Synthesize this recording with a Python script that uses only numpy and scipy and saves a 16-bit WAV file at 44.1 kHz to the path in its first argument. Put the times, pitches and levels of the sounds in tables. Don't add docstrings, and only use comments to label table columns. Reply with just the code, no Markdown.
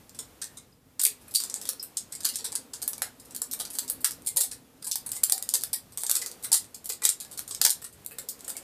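import sys
import numpy as np
from scipy import signal
from scipy.fft import rfft, irfft, next_fast_len
from scipy.io import wavfile
from scipy.ndimage import uniform_filter1d, map_coordinates

SR = 44100
rng = np.random.default_rng(int(sys.argv[2]) if len(sys.argv) > 2 else 0)


def output_pcm(signal):
    pcm = np.clip(np.atleast_2d(signal).T, -1, 1) * 32767
    wavfile.write(sys.argv[1], SR, np.round(pcm).astype(np.int16))


N = 380562
TOP_HZ = 15935


def amp(db):
    return 10 ** (np.asarray(db) / 20)


def unit_rms(x):
    return x / np.sqrt(np.mean(x ** 2) + 1e-20)


def over_time(rows):
    return np.interp(np.arange(N) / SR, *np.transpose(rows))


def over_hz(rows, hz):
    row_hz, values = np.transpose(rows)
    return np.interp(np.log(hz + 1), np.log(row_hz + 1), values)


def wobble(rate_hz):
    knots = rng.standard_normal(int(N * rate_hz / SR) + 4)
    return map_coordinates(knots, [np.arange(N) * rate_hz / SR])


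def filtered(x, response):
    size = next_fast_len(N + SR // 2)
    return irfft(rfft(x, size) * response(np.fft.rfftfreq(size, 1 / SR)), size)[..., :N]


def noise(response):
    return unit_rms(filtered(rng.standard_normal(N), response))


def resonance(hz, centre_hz, width_hz):
    return 1j * hz * width_hz / (centre_hz ** 2 - hz ** 2 + 1j * hz * width_hz)


# frequency in Hz, relative density in dB.
RUMBLE_SPECTRUM = [(20, -26.5), (35, -3.5), (65, 4), (130, 5), (200, 3), (400, -34)]
# time in seconds, level in dB.
RUMBLE_LEVELS = [(0, -64), (1, -67.5), (2.6, -67), (3.1, -65), (3.8, -66), (4.2, -63), (4.8, -67),
                 (5.6, -67), (5.9, -64.5), (6.3, -68.5), (6.7, -63.5), (7.3, -67), (7.8, -65),
                 (8.63, -69.5)]


def rumble(lumps):
    level_db = over_time(RUMBLE_LEVELS) + 2.0 * lumps + 1.66 * wobble(4)
    return amp(level_db) * noise(lambda hz: amp(over_hz(RUMBLE_SPECTRUM, hz)))


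# time in seconds, level in dB.
LOWER_HUM_LEVELS = [(0, -69), (.9, -69.5), (2.1, -71), (2.4, -65), (4.3, -61), (4.45, -66), (8.63, -80.5)]
UPPER_HUM_LEVELS = [(0, -74), (.7, -72.5), (2.2, -107), (2.4, -61), (2.8, -69.5), (4.4, -69), (4.8, -75),
                    (6.05, -90), (6.2, -57), (6.6, -75), (8, -81), (8.25, -59), (8.63, -96)]


def hum():
    lower = noise(lambda hz: resonance(hz, 259.7, 56) ** 2)
    upper_db = over_time(UPPER_HUM_LEVELS) + 1.4 * wobble(7)
    upper = noise(lambda hz: resonance(hz, 466, 80) ** 2)
    lower_db = over_time(LOWER_HUM_LEVELS) + 1.7 * wobble(9)
    return amp(lower_db) * lower + amp(upper_db) * upper


# frequency in Hz, relative density in dB.
AIR_SPECTRUM = [(120, -28), (220, -0.5), (460, -2), (800, -5.5), (1800, -10.5), (4000, -12), (14000, -15)]
# time in seconds, level in dB.
AIR_LEVELS = [(0.0, -59), (0.46, -56.5), (0.79, -65.5), (1.54, -53), (2.06, -58), (2.35, -54.5),
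              (3.2, -57.5), (3.75, -54), (4.85, -61), (5.29, -53.5), (6.01, -60), (6.18, -52),
              (6.73, -57.5), (7.67, -57), (7.91, -59), (8.63, -53)]


def air_hiss(lumps):
    level_db = over_time(AIR_LEVELS) + 1.1 * lumps
    return amp(level_db) * noise(lambda hz: amp(over_hz(AIR_SPECTRUM, hz)))


def room_tone(steel, dip_from_db=-33, dip_db_per_db=3, hold_s=.03, dip_below_hz=1200):
    lumps = wobble(11)
    tone = rumble(lumps) + hum() + air_hiss(lumps)
    power = uniform_filter1d(steel ** 2, size=round(hold_s * SR), origin=round(hold_s * SR / 3))
    steel_db = 10 * np.log10(np.abs(power) + 1e-12)
    low_gain = amp(-dip_db_per_db * np.clip(steel_db - dip_from_db, 0, None))
    lows = filtered(tone, lambda hz: 1 / (1 + (hz / dip_below_hz) ** 4))
    return tone - (1 - low_gain) * lows


def impact(t, count, t60_s=.005, rise_s=.00072):
    varied_t60_s = t60_s * np.exp(.3 * rng.standard_normal((count, 1)))
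    envelope = amp(-60 * t / varied_t60_s) * (1 - np.exp(-(t / rise_s) ** 2))
    return envelope * rng.standard_normal((count, len(t)))


def pivot_chatter(t, level_db, ticks_per_s=1800, scatter_db=4.5, rise_s=.0042, t60_s=.095):
    shape = (len(level_db), len(t))
    ticks = (rng.random(shape) < ticks_per_s / SR) * amp(scatter_db * rng.standard_normal(shape))
    grain = amp(-60 * t[:128] / .0024) * rng.standard_normal((len(level_db), 128))
    chatter = signal.fftconvolve(ticks, grain, axes=1)[:, :len(t)]
    chatter *= amp(-60 * t / t60_s) * (1 - np.exp(-(t / rise_s) ** 2))
    strength = np.linalg.norm(chatter, axis=1, keepdims=True)
    return amp(level_db - 7.5) * chatter * np.median(strength) / strength * (t < .15)


def whiten(spectra):
    return spectra / np.sqrt(uniform_filter1d(np.abs(spectra) ** 2, size=360, axis=1) + 1e-12)


# frequency in Hz, width before grip damping in Hz, relative gain in dB.
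HANDLE_MODES = [(301, 43, -10), (479, 22.5, -2.5), (855, 70, -3), (1130, 280, -7.5), (1534, 406, -5.5),
                (1856, 15, 1), (2404, 43, -5)]


def handle_response(hz, count, grip_damping=1.7):
    grip_db = 4 * rng.standard_normal((count, len(HANDLE_MODES), 1))
    shift = np.exp(.09 * rng.standard_normal(grip_db.shape))
    response = 0
    for k, (mode_hz, width_hz, gain_db) in enumerate(HANDLE_MODES):
        mode = resonance(hz, mode_hz * shift[:, k], grip_damping * width_hz)
        response += (-1) ** k * amp(gain_db + grip_db[:, k]) * mode
    return response


# time in seconds, relative blade ping in dB, relative edge sizzle in dB.
KNIFE_TURN = [(0.2, -1, 0), (0.43, -1.5, -3.5), (0.58, -5.5, -8), (1.05, -3, 4), (1.36, 0, 4.5),
              (1.54, -10.5, -17), (1.69, 4, 8), (1.83, -7, 1.5), (1.98, -5.5, -12), (2.14, -3.5, 1),
              (2.26, 0.5, 2), (2.56, -8.5, -7), (2.74, -6.5, -12), (2.88, -0.5, 8.5), (3.03, -3, 2.5),
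              (3.42, -5.5, -2), (3.53, -3.5, 1), (3.79, -1.5, 6.5), (3.9, -7, 0.5), (4.05, -5, 2),
              (4.38, -7.5, -0.5), (4.69, -3.5, 6), (4.92, -3, 2), (5.13, -7.5, -2), (5.32, -5, 0),
              (5.55, -4.5, 0), (5.74, -5, 4.5), (6.11, -3.5, 1), (6.54, -4.5, 0), (6.76, -2, 2),
              (6.9, -3.5, 4.5), (7.06, -3, -3), (7.21, -1.5, 1.5), (7.39, -3.5, -1.5), (7.65, -1, 1),
              (7.85, -7.5, 0), (8.06, -7.5, 6.5), (8.3, -4, 1), (8.5, -7, -2)]


def ping_and_sizzle(start_s, angle_spread_db=2.2):
    time_s, *columns_db = np.transpose(KNIFE_TURN)
    return [np.interp(start_s, time_s, db) + angle_spread_db * rng.standard_normal(start_s.shape)
            for db in columns_db]


STEEL_MODES_HZ = [6690, 7330, 8800, 10300, 11400, 13950, 14030]


def steel_response(hz, ping_hz, ping_db, sizzle_db, mode_width_hz=750):
    clatter = resonance(hz, 4600, 3300) ** 3
    ping = amp(1.3 * ping_db - 1.5) * resonance(hz, ping_hz, 800) ** 2
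    blade = amp(ping_db + 1.76) * (clatter + ping)
    pins = resonance(hz, 8106, 2600) ** 2
    edge = amp(sizzle_db - 8.5) * resonance(hz, 11640, 11200) ** 2
    gains = amp(-1 + 5 * rng.standard_normal((len(ping_hz), len(STEEL_MODES_HZ), 1)))
    shift = np.exp(.035 * rng.standard_normal(gains.shape))
    modes = sum(gains[:, k] * resonance(hz, mode_hz * shift[:, k], mode_width_hz)
                for k, mode_hz in enumerate(STEEL_MODES_HZ))
    response = (pins - blade - edge) * (1 + modes)
    strength = np.linalg.norm(response * (hz < TOP_HZ), axis=1, keepdims=True)
    return response * np.median(strength) / strength


# start in seconds, level in dB, handle knock in dB, blade pitch in Hz, pivot chatter in dB.
CONTACTS = [(0.0939,-32,-29,4430,-18),(0.147,-36.5,-10,5500,-5.5),(.189,-24,-13,3700,-3),(0.417,-21.5,-10,3900,-5),(0.432,-27,-16,5100,-16),(0.4415,-21.5,-19,5300,-13),(.571,-37,-8.5,3930,1.5),
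            (0.995,-15,-18.5,4340,-5),(1.0151,-9.5,-27,3830,-12),(1.034,-12.5,-40,3830,-2),(1.0367,-10.5,-15,5500,-30),(1.051,-2.5,-47,3970,-16.5),(1.065,-6,-17,4570,-19),(1.213,-52,-1,4700,1.5),(1.281,-39,-1.5,5300,-4.5),(1.31,-32.5,-30,4940,-7),(1.339,-28,-51,4500,1),(1.349,-13.5,-60,4520,0.5),(1.4018,-16.5,-14,4600,-8.5),(1.421,-25,-21,4800,-10),(1.437,-14,-15,4800,-16),(1.4984,-20,-20,4930,-11.5),(1.541,-11,-19,5030,-23),(1.557,-33.5,-9.5,5700,3.5),(1.614,-24.5,-12,5300,-7),(1.654,-21,-12,3800,-13),(1.671,-30.5,-30,3900,-3),(1.69,-8,-13.5,5440,-16.5),(1.7324,-27,-3,4300,-31),(1.7973,-34.5,-25,5050,-12),(1.8275,-21,-18,5330,-8.5),(1.9702,-11.5,-23,4970,-10),
            (2.1225,-26.5,-14,4960,-2),(2.151,-22.5,-26,5030,-9),(2.205,-24.5,-12,4830,-11),(2.233,-25.5,-32,4470,-9),(2.247,-22.5,-8.5,4480,4.5),(2.252,-7.5,-12.5,4700,-13),(2.289,-16,-10,4670,-10),(2.338,-29.5,-23,5200,-2),(2.3563,-15,-16.5,3640,-9),(2.388,-31.5,-7,4760,2),(2.444,-25.5,-9,4560,3.5),(2.52,-21,-20,4700,-19),(2.5259,-19.5,-6.5,4700,-20),(2.553,-11,-12,4900,-26),(2.558,-13,-31,4900,-17.5),(2.5636,-23.5,-8,4900,-29),(2.734,-25,-29,4750,-16),(2.737,-20,-6.5,4800,-10.5),(2.8179,-21.5,-12,4600,-15),(2.8246,-19.5,-11,4700,-5.5),(2.878,-8.5,-18,5530,-17),(2.9323,-18,-13,5570,-16),(2.98,-24,-4.5,4220,-22),
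            (3.0199,-10.5,-9.5,5040,-13.5),(3.198,-38,-20,4940,-4),(3.25,-44.5,-23,5100,0),(3.308,-39,-8,4700,-1),(3.348,-22,-10.5,4630,-10.5),(3.363,-16,-32,4800,-20),(3.418,-10,-13,5160,-16.5),(3.5125,-21,-23,5440,-8),(3.5302,-19,-27,5400,-20),(3.5352,-13,-13,5560,-18),(3.591,-27,-25,4020,-25),(3.599,-18,-7.5,4020,-3.5),(3.651,-25,-9,4800,-6),(3.703,-27.5,-10,3820,-5),(3.733,-29,-15,5100,-3),(3.7517,-27,-15,5500,-2.5),(3.786,-10,-14,4560,-12.5),(3.8298,-32,-7,3820,-8),(3.8474,-33,1,3520,-16),(3.879,-25.5,-33,4750,-5),(3.899,-9,-17,4480,-15.5),
            (4.006,-43.5,-11,4660,6),(4.0449,-4.5,-17,4960,-10.5),(4.1085,-18.5,-12.5,5050,-16),(4.118,-21,-15,5000,-24),(4.2206,-35,-34,4600,-31),(4.247,-46,-7,4600,1),(4.2623,-20.5,-21,4600,-10),(4.2713,-16.5,-14,4060,-2.5),(4.362,-23.5,-10,5170,1),(4.3694,-6.5,-19.5,5170,-7.5),(4.405,-16,-36,3830,1),(4.4104,-8,-14,3830,-28),(4.432,-20.5,-16,4900,-0.5),(4.514,-33.5,-14,4840,5),(4.523,-29.5,-4,4800,-8.5),(4.824,-36.5,-4.5,4800,0.5),(4.845,-34,-16,4860,5),(4.8683,-22.5,-12.5,4840,-1),(4.884,-33,-18,4800,-6),(4.9132,-11.5,-38,5140,-8),(4.9565,-10,-14.5,4900,-18),(4.9713,-32,-25,5700,-17),
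            (5.0626,-22,-13.5,5200,-6.5),(5.091,-22,-14,5700,-14),(5.117,-14.5,-30,3770,-13.5),(5.1222,-24,-28,4700,-19),(5.132,-22,-8.5,4740,-16),(5.151,-32,-30,4700,3),(5.165,-20,-8.5,3720,-10),(5.234,-9,-12,4660,-40),(5.237,0,-44,5100,-43),(5.2973,-8,-16,4600,-41),(5.3206,-7,-33,4630,-18),(5.3228,-1,-18,4700,-60),(5.379,-16.5,-13,4700,-28),(5.425,-13.5,-19,3870,-25),(5.4848,-50,-24,4800,-30),(5.4902,-9.5,-22.5,4770,-18.5),(5.5105,-48,-32,4840,-37),(5.5386,-4.5,-17,4530,-10.5),(5.5535,-9,-12.5,4570,-39),(5.61,-22,-37,4600,-14),(5.6184,-24,-39,4700,-14),(5.636,-9.5,-15,4930,-22),(5.7314,-12,-17.5,4930,-6.5),(5.9223,-37,-18,3700,-7),(5.974,-16.5,-19,3800,-11),(5.9804,-22,-9.5,3730,-9),
            (6.006,-23.5,-34,4640,-10),(6.0166,-26,-37,5700,-6),(6.035,-12.5,-11,5500,-17),(6.0651,-14.5,-17,3920,-11.5),(6.096,-7,-18,5500,-13),(6.113,-2,-34,3960,-37),(6.137,-25,-7,5000,-3.5),(6.151,-15,-18,4830,-2),(6.1617,-14,-16.5,4770,-6.5),(6.215,-29,-15,4800,5.5),(6.224,-26,-10,4800,-10),(6.2614,-15,-16,5700,-12.5),(6.3147,-23.5,-16,5550,-18),(6.426,-36,-30,5700,-5),(6.436,-25.5,-28,5740,-2),(6.443,-25.5,-8,5600,-0.5),(6.5177,-10,-12,4700,-9),(6.528,-1.5,-46,5600,-9),(6.541,-12,-19,4360,-2.5),(6.568,-14.5,-32,5000,-9),(6.6436,-33,-9,4500,-11.5),(6.745,-30.5,-14,4900,-2.5),(6.8438,-27.5,-25,5300,-11),(6.857,-19,-19,5100,-13),(6.892,-19.5,-36,4760,-5),(6.8991,-15.5,-6,4600,-11.5),(6.9214,-21,-31,4630,-7.5),
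            (7.0199,-25.5,2,3800,-4),(7.035,-27,-20,5500,4),(7.0401,-15,-30,5570,-11),(7.0519,0.5,-17.5,3900,-17.5),(7.0541,-9.5,-14,3960,-23),(7.0627,-19,-31,4500,-13),(7.078,-23,-22,5360,-15),(7.0904,-4,-21.5,3700,-17),(7.1,-11,-35,4500,-30),(7.202,-21,-14.5,3880,-8),(7.2483,-31,-2,4970,-10.5),(7.313,-30.5,-16,3860,-7),(7.326,-34.5,-23,3720,-3),(7.337,-38,-7,3800,-9),(7.375,-22.5,-15,5040,-7),(7.392,-14,-13.5,5130,-21),(7.478,-24,-16,3740,-9.5),(7.509,-25,-13,4220,-1),(7.5478,-15.5,-17,5300,-16),(7.615,-1,-17.5,4620,-18.5),(7.64,-9,-36,5030,-17),(7.649,-7,-18,5000,-4),(7.6504,0.5,-10.5,5300,-31),(7.6638,-5,-15,4760,-37),(7.6947,-12,-43,4830,-11.5),(7.704,-6.5,-40,5000,-13),(7.818,-35,-21,4500,-2),(7.8226,-35,3,4600,-16),(7.8419,-29.5,-8.5,3800,0),(7.9265,-41,-11,4630,-4),
            (8.018,-47,-35,5700,-26),(8.0478,-34,-16,5700,-23),(8.0623,-16.5,-19,5000,-41),(8.111,-34,1.5,4800,-4),(8.1847,-20,-7,3940,-9),(8.288,-16,-33,5000,-10),(8.392,-36,-17,5700,-12),(8.4068,-27.5,-26,5700,-24),(8.445,-30,-25,4350,-7),(8.4795,-20.5,-6.5,4800,-8),(8.494,-21.5,-14,4830,-8.5),(8.502,-17.5,-11,4960,-32),(8.5525,-49,13,5100,0),(8.567,-19.5,-11,4970,-11.5)]


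def knife_clacks(graze_s=.003, size=2 ** 13):
    t, hz = np.arange(size) / SR, np.fft.rfftfreq(size, 1 / SR)
    start_s, level_db, knock_db, ping_hz, chatter_db = np.array(CONTACTS).T[:, :, None]
    ping_db, sizzle_db = ping_and_sizzle(start_s)
    handles = amp(knock_db + 9.5) * handle_response(hz, len(CONTACTS))
    burst = whiten(rfft(impact(t, len(CONTACTS))))
    chatter = rfft(pivot_chatter(t, chatter_db))
    chatter = whiten(chatter) * np.sqrt(np.mean(np.abs(chatter) ** 2, axis=1, keepdims=True))
    push = np.exp(-2j * np.pi * hz * graze_s)
    clack = (burst * push + chatter) * steel_response(hz, ping_hz, ping_db, sizzle_db)
    knock = (push + chatter) * handles
    sounds = amp(level_db + 10) * irfft(clack + knock, size)
    out = np.zeros(N + size)
    for at_s, sound in zip(start_s[:, 0], sounds):
        out[round((at_s - graze_s) * SR):][:size] += sound
    return out[:N]


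# frequency in Hz, time to fall 60 dB in seconds.
WALL_DECAY = [(500, 0.27), (1500, 0.23), (3500, 0.22), (9000, 0.15), (14000, 0.16)]


def wall_reflections(direct, delay_s=.0037, rise_s=.00011):
    step, size = SR // 10, SR * 2 // 5
    pieces = np.pad(direct, (0, -N % step)).reshape(-1, step)
    hz, t, spectra = signal.stft(rng.standard_normal((len(pieces), size)), SR, nperseg=128)
    decay = amp(-60 * t / over_hz(WALL_DECAY, hz)[:, None])
    tails = signal.istft(spectra * decay, SR, nperseg=128)[1][:, :size]
    tails *= 1 - np.exp(-np.arange(size) / SR / rise_s)
    tails /= np.linalg.norm(tails, axis=1, keepdims=True)
    out = np.zeros(N + SR)
    for k, echo in enumerate(signal.fftconvolve(pieces, tails, axes=1)):
        out[k * step + round(delay_s * SR):][:len(echo)] += echo
    return out[:N]


# start in seconds, level in dB, pitch in Hz, width in Hz, time to fall 60 dB in seconds.
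KNIFE_RINGS = [(0.421, -55, 1820, 200, 0.38), (.722, -58, 5000, 270, 0.053), (1.036, -55, 890, 250, 0.023),
               (1.052, -32.5, 2300, 710, 0.091), (1.353, -16, 4540, 270, 0.049),
               (1.796, -21.5, 5150, 271, 0.029), (5.323, -43, 770, 198, 0.16),
               (6.218, -38, 2000, 250, 0.08), (6.521, -46, 834, 150, 0.13), (6.535, -47, 1960, 250, 0.22),
               (7.051, -36.5, 2060, 700, 0.14), (7.65, -37.5, 900, 149, 0.079), (7.66, -54, 426, 151, 0.15),
               (7.653, -27, 1820, 800, 0.052)]


def knife_rings(rise_s=.0022):
    out, t = np.zeros(N + SR), np.arange(SR // 2) / SR
    hz = np.fft.rfftfreq(len(t), 1 / SR)
    for start_s, level_db, pitch_hz, width_hz, t60_s in KNIFE_RINGS:
        band = rfft(rng.standard_normal(len(t))) * resonance(hz, pitch_hz, width_hz) ** 2
        envelope = amp(level_db - 60 * t / t60_s) * (1 - np.exp(-t / rise_s))
        out[round(start_s * SR):][:len(t)] += envelope * unit_rms(irfft(band, len(t)))
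    return out[:N]


def scene(low_cut_hz=150, walls_db=-5.5):
    knife = knife_clacks() + knife_rings()
    direct = filtered(knife, lambda hz: (1j * hz / (low_cut_hz + 1j * hz)) ** 3)
    steel = direct + amp(walls_db) * wall_reflections(direct)
    mono = steel + room_tone(steel)
    return np.array([mono, mono])


# frequency in Hz, gain in dB.
MIC_RESPONSE = [(100, 3.5), (6000, -1.5), (8200, 0), (10000, 1), (14000, 1)]
MIC_ROLLOFF = [(14550, 0), (14900, -22), (16000, -42)]


def record(dry, ceiling=.9):
    coloured = filtered(dry, lambda hz: amp(over_hz(MIC_RESPONSE, hz) + over_hz(MIC_ROLLOFF, hz)))
    rounded = coloured / (1 + np.abs(coloured / ceiling) ** 6) ** (1 / 6)
    return filtered(rounded, lambda hz: hz < TOP_HZ)


dry = scene()
out = record(dry)
output_pcm(out)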